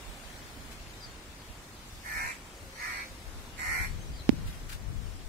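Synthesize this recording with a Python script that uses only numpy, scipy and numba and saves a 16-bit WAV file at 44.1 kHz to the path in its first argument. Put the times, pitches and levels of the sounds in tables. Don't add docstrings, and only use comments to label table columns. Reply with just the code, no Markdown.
import sys
import numpy as np
from scipy import signal
from scipy.fft import rfft, irfft
from scipy.io import wavfile
from scipy.ndimage import uniform_filter1d
from numba import njit

SR = 44100
rng = np.random.default_rng(int(sys.argv[2]) if len(sys.argv) > 2 else 0)


def ratio_of_db(decibels):
    return 10 ** (np.asarray(decibels, float) / 20)


def to_wav(s):
    ch = np.atleast_2d(s).T
    pcm = np.round(np.clip(ch, -1, 1) * 32767)
    wavfile.write(sys.argv[1], SR, pcm.astype(np.int16))


N = 233020
TIME = np.arange(N) / SR
LOG_HZ = np.log(np.maximum(np.arange(N // 2 + 1) * SR / N, 1))
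SILENT_DB = -36
# onset t/s, lead-in/s, length/s, loudest at share of the length, effort level/dB
RASPS = [
    (2.058, .03, .248, 0.5, -36.5),
    (2.80, .065, .216, .22, -38.3),
    (3.59, .022, .253, .6, -34.8),
]


def squirrel():
    # t/s, f/Hz
    pulses = [(2.04, 81), (2.12, 79.5), (2.2, 80.2), (2.36, 77.5), (2.76, 78.6), (2.88, 82.7), (2.96, 80.8),
              (3.58, 77.2), (3.62, 78.2), (3.68, 83.4), (3.74, 83.8), (3.88, 83.5)]
    # share of the cycle, level/dB
    rebounds = [(.33, -3.5), (.52, -2.5), (.74, -4)]
    # f/Hz, width/Hz, level/dB
    throat = [(860, 320, -16), (1065, 400, -8.5), (1390, 490, -6.5), (1680, 380, -8), (2558, 320, -16)]
    # low mouth mode f/Hz, high mouth mode f/Hz, breath f/Hz, breath level/dB, hiss level/dB
    mouths = [(1803, 2230, 4590, -16.5, -12), (1860, 2245, 4470, -9.5, -13.5),
              (1900, 2190, 4530, -17, -10.5)]
    # share of the breath f, width/Hz, level/dB
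    breath = [(0.98, 650, 1.5), (1.25, 1500, -3)]
    # f/Hz, width/Hz, level/dB
    hisses = [(6250, 2460, -0.5), (7530, 2260, 1), (9070, 1500, -3.5), (11300, 2200, -2),
              (14700, 1500, -14)]
    left_lag = 19
    shade_db = 7
    air_per_db, rough_loud, rough_per_db = .55, .2, .2

    under_db, progress, which = effort()
    low_hz, high_hz, breath_hz, breath_db, hiss_db = np.transpose(mouths)[:, which]
    high_hz = high_hz + 60 * (2 * progress - 1)
    high_db = np.interp(progress, [0, 1], (-5.5, 2))
    breath_db = breath_db - air_per_db * under_db
    hiss_db = hiss_db - air_per_db * under_db / 2
    rough = np.clip(rough_loud - rough_per_db * under_db, 0, .7)

    hz = np.interp(TIME, *np.transpose(pulses))
    turns = np.cumsum(hz * (1 + .004 * walk(60))) / SR
    cycle, phase = turns.astype(int), turns % 1
    shimmer = ratio_of_db(1.0 * rng.standard_normal(N // 200))[cycle]
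    first = np.exp(-phase * SR / hz / 3)
    snap = first.copy()
    for share, db in rebounds:
        since = (phase - share - .012 * walk(9)) % 1
        snap += ratio_of_db(db + 2.5 * walk(15)) * np.exp(-since * SR / hz / 3)
    gate = .45 + np.exp(-phase / 0.4)
    rasp = unit(gate * rng.standard_normal(N))
    drive = shimmer * (unit(snap - snap.mean()) + 1.6 * rough * rasp)

    voice = steep(drive, low_hz, 300) - ratio_of_db(high_db) * steep(drive, high_hz, 400)
    voice = voice / np.sqrt(uniform_filter1d(voice ** 2, size=400))
    voice = voice + modes(unit(first - first.mean()) + 1.7 * rasp, throat)

    gain = (ratio_of_db(under_db) - ratio_of_db(SILENT_DB)) * ratio_of_db(np.transpose(RASPS)[-1][which] - 2.5)
    breath = [(share * breath_hz, width, db) for share, width, db in breath]
    out = []
    for side in range(2):
        air = gate * rng.standard_normal(N)
        shaded = [(f, w, db - shade_db * (1 - side) * (f / 12000) ** 2) for f, w, db in hisses]
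        hiss = ratio_of_db(hiss_db - 1.5) * modes(air, shaded)
        puffs = ratio_of_db(breath_db - 2.0) * modes(air, breath)
        near = gain * (voice + puffs + hiss)
        out.append(canopy(late(near, left_lag * (1 - side)), side))
    return np.array(out)


def effort():
    attack_s, release_s = .025, .054
    onset, lead, length, share, _ = np.transpose(RASPS)
    end = onset + length
    which = np.searchsorted(end[:-1] + 2 * release_s + attack_s, TIME)
    s = np.array([onset - lead - attack_s, onset - lead, onset, onset + share * length,
                  end, end + release_s, end + 2 * release_s])
    shape_db = [SILENT_DB, -23, -6.5, 0, -3.5, -19, SILENT_DB]
    under_db = np.interp(TIME, s.T.ravel(), np.tile(shape_db, len(RASPS)))
    progress = np.clip((TIME - onset[which]) / length[which], 0, 1)
    return under_db, progress, which


def modes(x, table):
    out = 0
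    for hz, width, db in table:
        ring = unit(steep(x, hz * (1 + .025 * walk(9)), width))
        out = out + ratio_of_db(db + 1.2 * walk(14)) * ring
    return out


def canopy(x, side):
    # left delay/ms, left level/dB, right delay/ms, right level/dB
    echoes = [(3.63, -7, 3.65, -7), (5.71, -6, 5.2, -6), (8.9, -9, 9.4, -9), (14.6, -10, 13.3, -10),
              (23.0, -12, 26.2, -12), (37, -16, 41, -16)]
    sway_ms, leaf_t60_s, leaf_db = .12, .12, -1.5
    out = x
    for echo in echoes:
        delay_ms, db = echo[2 * side], echo[2 * side + 1]
        samples = np.round((delay_ms + sway_ms * walk(6)) * SR / 1000)
        out = out + ratio_of_db(db) * late(x, samples)
    tail = rng.standard_normal(8192) * np.exp(-np.log(1000) * TIME[:8192] / leaf_t60_s)
    tail = tail / np.sqrt(np.sum(tail ** 2))
    return out + ratio_of_db(leaf_db) * signal.fftconvolve(x, tail)[:N]


def wind():
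    # t/s, level/dB, upper share/dB, left minus right/dB
    breeze = [(0, -54.5, -5, -5), (.8, -51, -7, -2), (1.6, -55.5, -0.5, 0), (3.0, -55, -3.5, 1),
              (3.6, -49.5, -3.5, 2.5), (3.9, -41.5, -2, 9), (4.25, -48, 2, 0), (4.4, -43, 8, 8),
              (4.52, -45, -2, 3), (4.75, -48, -4, 6.5), (4.9, -41.5, 0, 12.5), (5.28, -47.5, -3.5, 5.5)]
    # t/s, peak level/dB, left minus right/dB
    gusts = [(0.05, -40.5, -10), (0.218, -43.5, -8.5), (0.391, -45, 1), (0.579, -43, -1.5),
             (0.711, -44, -1), (0.839, -43, -1.0), (1.039, -45, -1.0), (1.269, -45, -4.5),
             (1.469, -46.5, -14), (1.905, -39.5, -5), (2.125, -37.5, -3), (2.222, -36.5, -8.0),
             (2.611, -43, 9), (3.083, -42, 5), (3.25, -38, 9), (3.339, -37.5, 12), (3.668, -36, 10),
             (3.779, -32, 11), (4.071, -29, 3.5), (4.439, -32, -7), (4.589, -34, 5), (4.719, -36.5, 1),
             (4.839, -32, 11.5), (5.239, -39, 14)]
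    rise_s, fall_s, crest_db, gust_upper_db = .03, .07, 7.5, -8
    s, *columns = np.transpose(breeze)
    low_db, upper_db, pan_db = (np.interp(TIME, s, c) for c in columns)
    low = ears(ratio_of_db(low_db), pan_db) ** 2
    upper = ears(ratio_of_db(low_db + upper_db), pan_db) ** 2
    for start, db, gust_pan_db in gusts:
        swell = np.interp(TIME, np.cumsum([start, rise_s, fall_s]), [0, 1, 0])
        gust = ears(ratio_of_db(db - crest_db) * swell, gust_pan_db) ** 2
        low, upper = low + gust, upper + gust * ratio_of_db(2 * gust_upper_db)
    alike = np.clip((-45 - 10 * np.log10(low.mean(axis=0))) / 9, 0, .9)
    out = 0
    for hz, width, gain in ((39, 55, np.sqrt(low)), (95, 110, np.sqrt(upper) * ratio_of_db(-4.5))):
        shared, left, right = (unit(steep(rng.standard_normal(N), hz, width)) for _ in range(3))
        rumble = np.sqrt(alike) * shared + np.sqrt(1 - alike) * np.array([left, right])
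        out = out + gain * ratio_of_db(2.0) * rumble
    return out


def knocks():
    # t/s, ring f/Hz, t60/s, right level/dB, left level/dB
    taps = [
        (4.2921, 250, .022, 4.5, -22),
        (4.3272, 285, 0.025, -13, -33),
        (4.316, 85, .07, -45, -17),
        (4.336, 150, 0.049, -45, -19),
    ]
    # t/s, width/s, level/dB
    nail = [
        (4.29246, 0.000064, -5.5),
        (4.29225, 0.00013, -31),
        (4.29285, 0.0001, -15),
    ]
    out = np.zeros((2, N))
    for start, hz, t60, right_db, left_db in taps:
        push_s = .0012 if right_db > 0 else .003
        t = np.maximum(TIME - start, 0)
        ring = np.cos(2 * np.pi * hz * t - .7) * np.exp(-np.log(1000) * t / t60)
        ring = ring * (1 - np.exp(-t / push_s))
        out += np.array([ratio_of_db(left_db) * late(ring, 47), ratio_of_db(right_db) * ring])
    for start, width, db in nail:
        out[1] += ratio_of_db(db) * np.exp(-((TIME - start) / width) ** 2)
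    t = np.maximum(TIME - taps[0][0], 0)
    crackle = unit(steep(rng.standard_normal(N), 12300, 8000))
    out[1] += ratio_of_db(-32.5) * crackle * (t > 0) * np.exp(-t / 0.00078)
    return out


def brushes():
    # t/s, hold/s, fall/s, level/dB, left minus right/dB
    strokes = [
        (.705, .02, .02, -50, 4),
        (4.455, 0.061, 0.089, -49.5, 4.5),
        (4.683, 0.043, 0.037, -43, 4),
    ]
    # f/Hz, level/dB per Hz
    colour = [(530, -50), (900, -23), (1530, 1.5), (1720, -4.5), (2300, -2.5), (4520, -7.5), (12100, -11.5),
              (16000, -18)]
    rise_s = .014
    grains = rng.standard_normal((2, N)) * ratio_of_db(1.5 * walk(150))
    cloth = unit(irfft(rfft(grains) * ratio_of_db(over_hz(colour, LOG_HZ)), N))
    shape = 0
    for start, hold, fall, db, pan_db in strokes:
        swell = np.interp(TIME, np.cumsum([start, rise_s, hold, fall]), [0.016, 0.95, 0.65, 0])
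        shape = shape + ears(ratio_of_db(db) * swell, pan_db)
    return cloth * shape


def bird():
    # t/s, length/s, start f/Hz, end f/Hz, level/dB
    notes = [(1.006, .048, 5070, 4520, -46.5), (1.052, .065, 4480, 4300, -55),
             (0.898, .02, 7100, 6900, -57), (1.025, 0.053, 4980, 4870, -53),
             (1.107, 0.023, 7240, 6800, -56), (3.992, .045, 6420, 6300, -56),
             (4.053, 0.047, 5660, 5600, -56.5), (4.121, 0.075, 4800, 4720, -53),
             (4.16, .035, 4650, 4250, -56), (4.187, 0.038, 4100, 4050, -49.5)]
    # t/s, length/s, start f/Hz, end f/Hz, level/dB
    coos = [
        (2.501, 0.362, 556, 519, -59.5),
        (2.94, .27, 523.4, 534, -59.5),
    ]
    # t/s, left minus right/dB
    turn_pan = [(1, 4), (4.2, 7)]
    flutter, wobble = ratio_of_db(2.2 * walk(150)), 1 + .012 * walk(200)
    song = sum(flutter * whistle(*note, wobble) for note in notes)
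    song = ears(song, np.interp(TIME, *np.transpose(turn_pan)))
    blurred = np.array([canopy(song[side], side) for side in range(2)])
    dove = sum(whistle(*coo, 1 + 0.00786 * walk(20)) for coo in coos)
    return ratio_of_db(-7.5) * song + ratio_of_db(-9.5) * blurred + dove


def whistle(start, length, hz0, hz1, db, wobble):
    u = np.clip((TIME - start) / length, 0, 1)
    hz = (hz0 + (hz1 - hz0) * u) * wobble
    return ratio_of_db(db) * np.sin(2 * np.pi * np.cumsum(hz) / SR) * np.sin(np.pi * u) ** 0.31


def woods():
    # f/Hz, level/dB per Hz
    colour = [(35, -35), (60, -3), (184, -3.5), (250, -1.5), (492, -6), (1200, -7), (7940, -16),
              (16000, -26)]
    # f/Hz, left-right correlation
    likeness = [(60, 0.39), (130, 1), (290, 0.98), (640, 0.72), (1410, 0.078), (3100, 0.062),
                (6820, 0.0022), (15000, -0.05)]
    # f/Hz, left minus right/dB
    balance = [(60, 2), (110, -3), (200, -0.5), (380, -2), (700, -1), (2380, 5), (8120, 0.5), (15000, -4)]
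    # t/s, level/dB
    loudness = [(0.0, -48), (5.28, -50.5)]
    mid, side = rfft(rng.standard_normal((2, N))) * ratio_of_db(over_hz(colour, LOG_HZ))
    alike = np.clip(over_hz(likeness, LOG_HZ), -.95, .95)
    mid, side = mid * np.sqrt(1 + alike), side * np.sqrt(1 - alike)
    pair = ears(np.array([mid + side, mid - side]), over_hz(balance, LOG_HZ))
    out, swell, half_octave = 0, walk(1.53), np.log(2) / 2
    for k in range(18):
        distance = np.clip((LOG_HZ - np.log(60)) / half_octave - k, -1, 1)
        band = np.cos(np.pi / 2 * distance) ** 2
        out = out + ratio_of_db(0.56 * swell + 0.87 * walk(8)) * irfft(pair * band, N)
    return unit(out) * ratio_of_db(np.interp(TIME, *np.transpose(loudness)))


def unit(x):
    return x / np.sqrt(np.mean(x ** 2))


def over_hz(table, log_hz):
    hz, value = np.transpose(table)
    return np.interp(log_hz, np.log(np.maximum(hz, 1)), value)


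def walk(rate):
    k = int(SR / rate)
    held = np.repeat(rng.standard_normal(N // 200 + 1)[:N // k + 1], k)
    return unit(uniform_filter1d(uniform_filter1d(held, k), k)[:N])


def late(x, samples):
    return np.interp(np.arange(N) - samples, np.arange(N), x, left=0)


def ears(x, pan_db):
    return x * ratio_of_db(np.array([[.5], [-.5]]) * pan_db)


@njit
def svf(x, hz, width):
    y, b, l = np.empty(len(x)), 0., 0.
    for i in range(len(x)):
        g, k = np.tan(np.pi * hz[i] / SR), width / hz[i]
        v = (b + g * (x[i] + 1e-18 - l)) / (1 + g * (g + k))
        b, l, y[i] = 2 * v - b, l + 2 * g * v, k * v
    return y


def steep(x, hz, width):
    hz = hz + np.zeros(N)
    return svf(svf(x, hz, 1. * width), hz, 1. * width)


def scene():
    return squirrel() + wind() + knocks() + brushes() + bird() + woods()


def roll_off(x):
    return signal.sosfilt(signal.butter(12, 16510, fs=SR, output="sos"), x)


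def record(dry):
    top_hz, dim_from_hz, dim_db = 15760, 2600, 5.5
    mask_to_hz, mask_under_db, mask_db = 3900, -30, 12
    mid_side = np.array([dry[0] + dry[1], dry[0] - dry[1]]) / 2
    hz, _, cells = signal.stft(mid_side, SR, nperseg=1024)
    size = abs(cells)
    chance = rng.exponential(size=(2, 171, N // 2048 + 2))
    chance = np.repeat(np.repeat(chance, 3, axis=1), 4, axis=2)
    dim = unit(ratio_of_db(-dim_db * chance[:, :len(hz), :cells.shape[2]]))
    quiet = size < 5 * np.median(size, axis=2, keepdims=True)
    rasp = size[:, (hz > 1500) & (hz < dim_from_hz)].max(axis=1, keepdims=True)
    masked = uniform_filter1d(size, size=9, axis=1) < rasp * ratio_of_db(mask_under_db)
    masked = masked & (hz[:, None] < mask_to_hz)
    dim = dim * np.where(masked, ratio_of_db(-mask_db), 1)
    gain = np.where(quiet & (hz[:, None] > dim_from_hz), dim, 1) * (hz[:, None] < top_hz)
    mid, side = signal.istft(cells * gain, SR, nperseg=1024)[1][:, :N]
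    return roll_off(np.array([mid + side, mid - side]))


dry = scene()
out = record(dry)
to_wav(out)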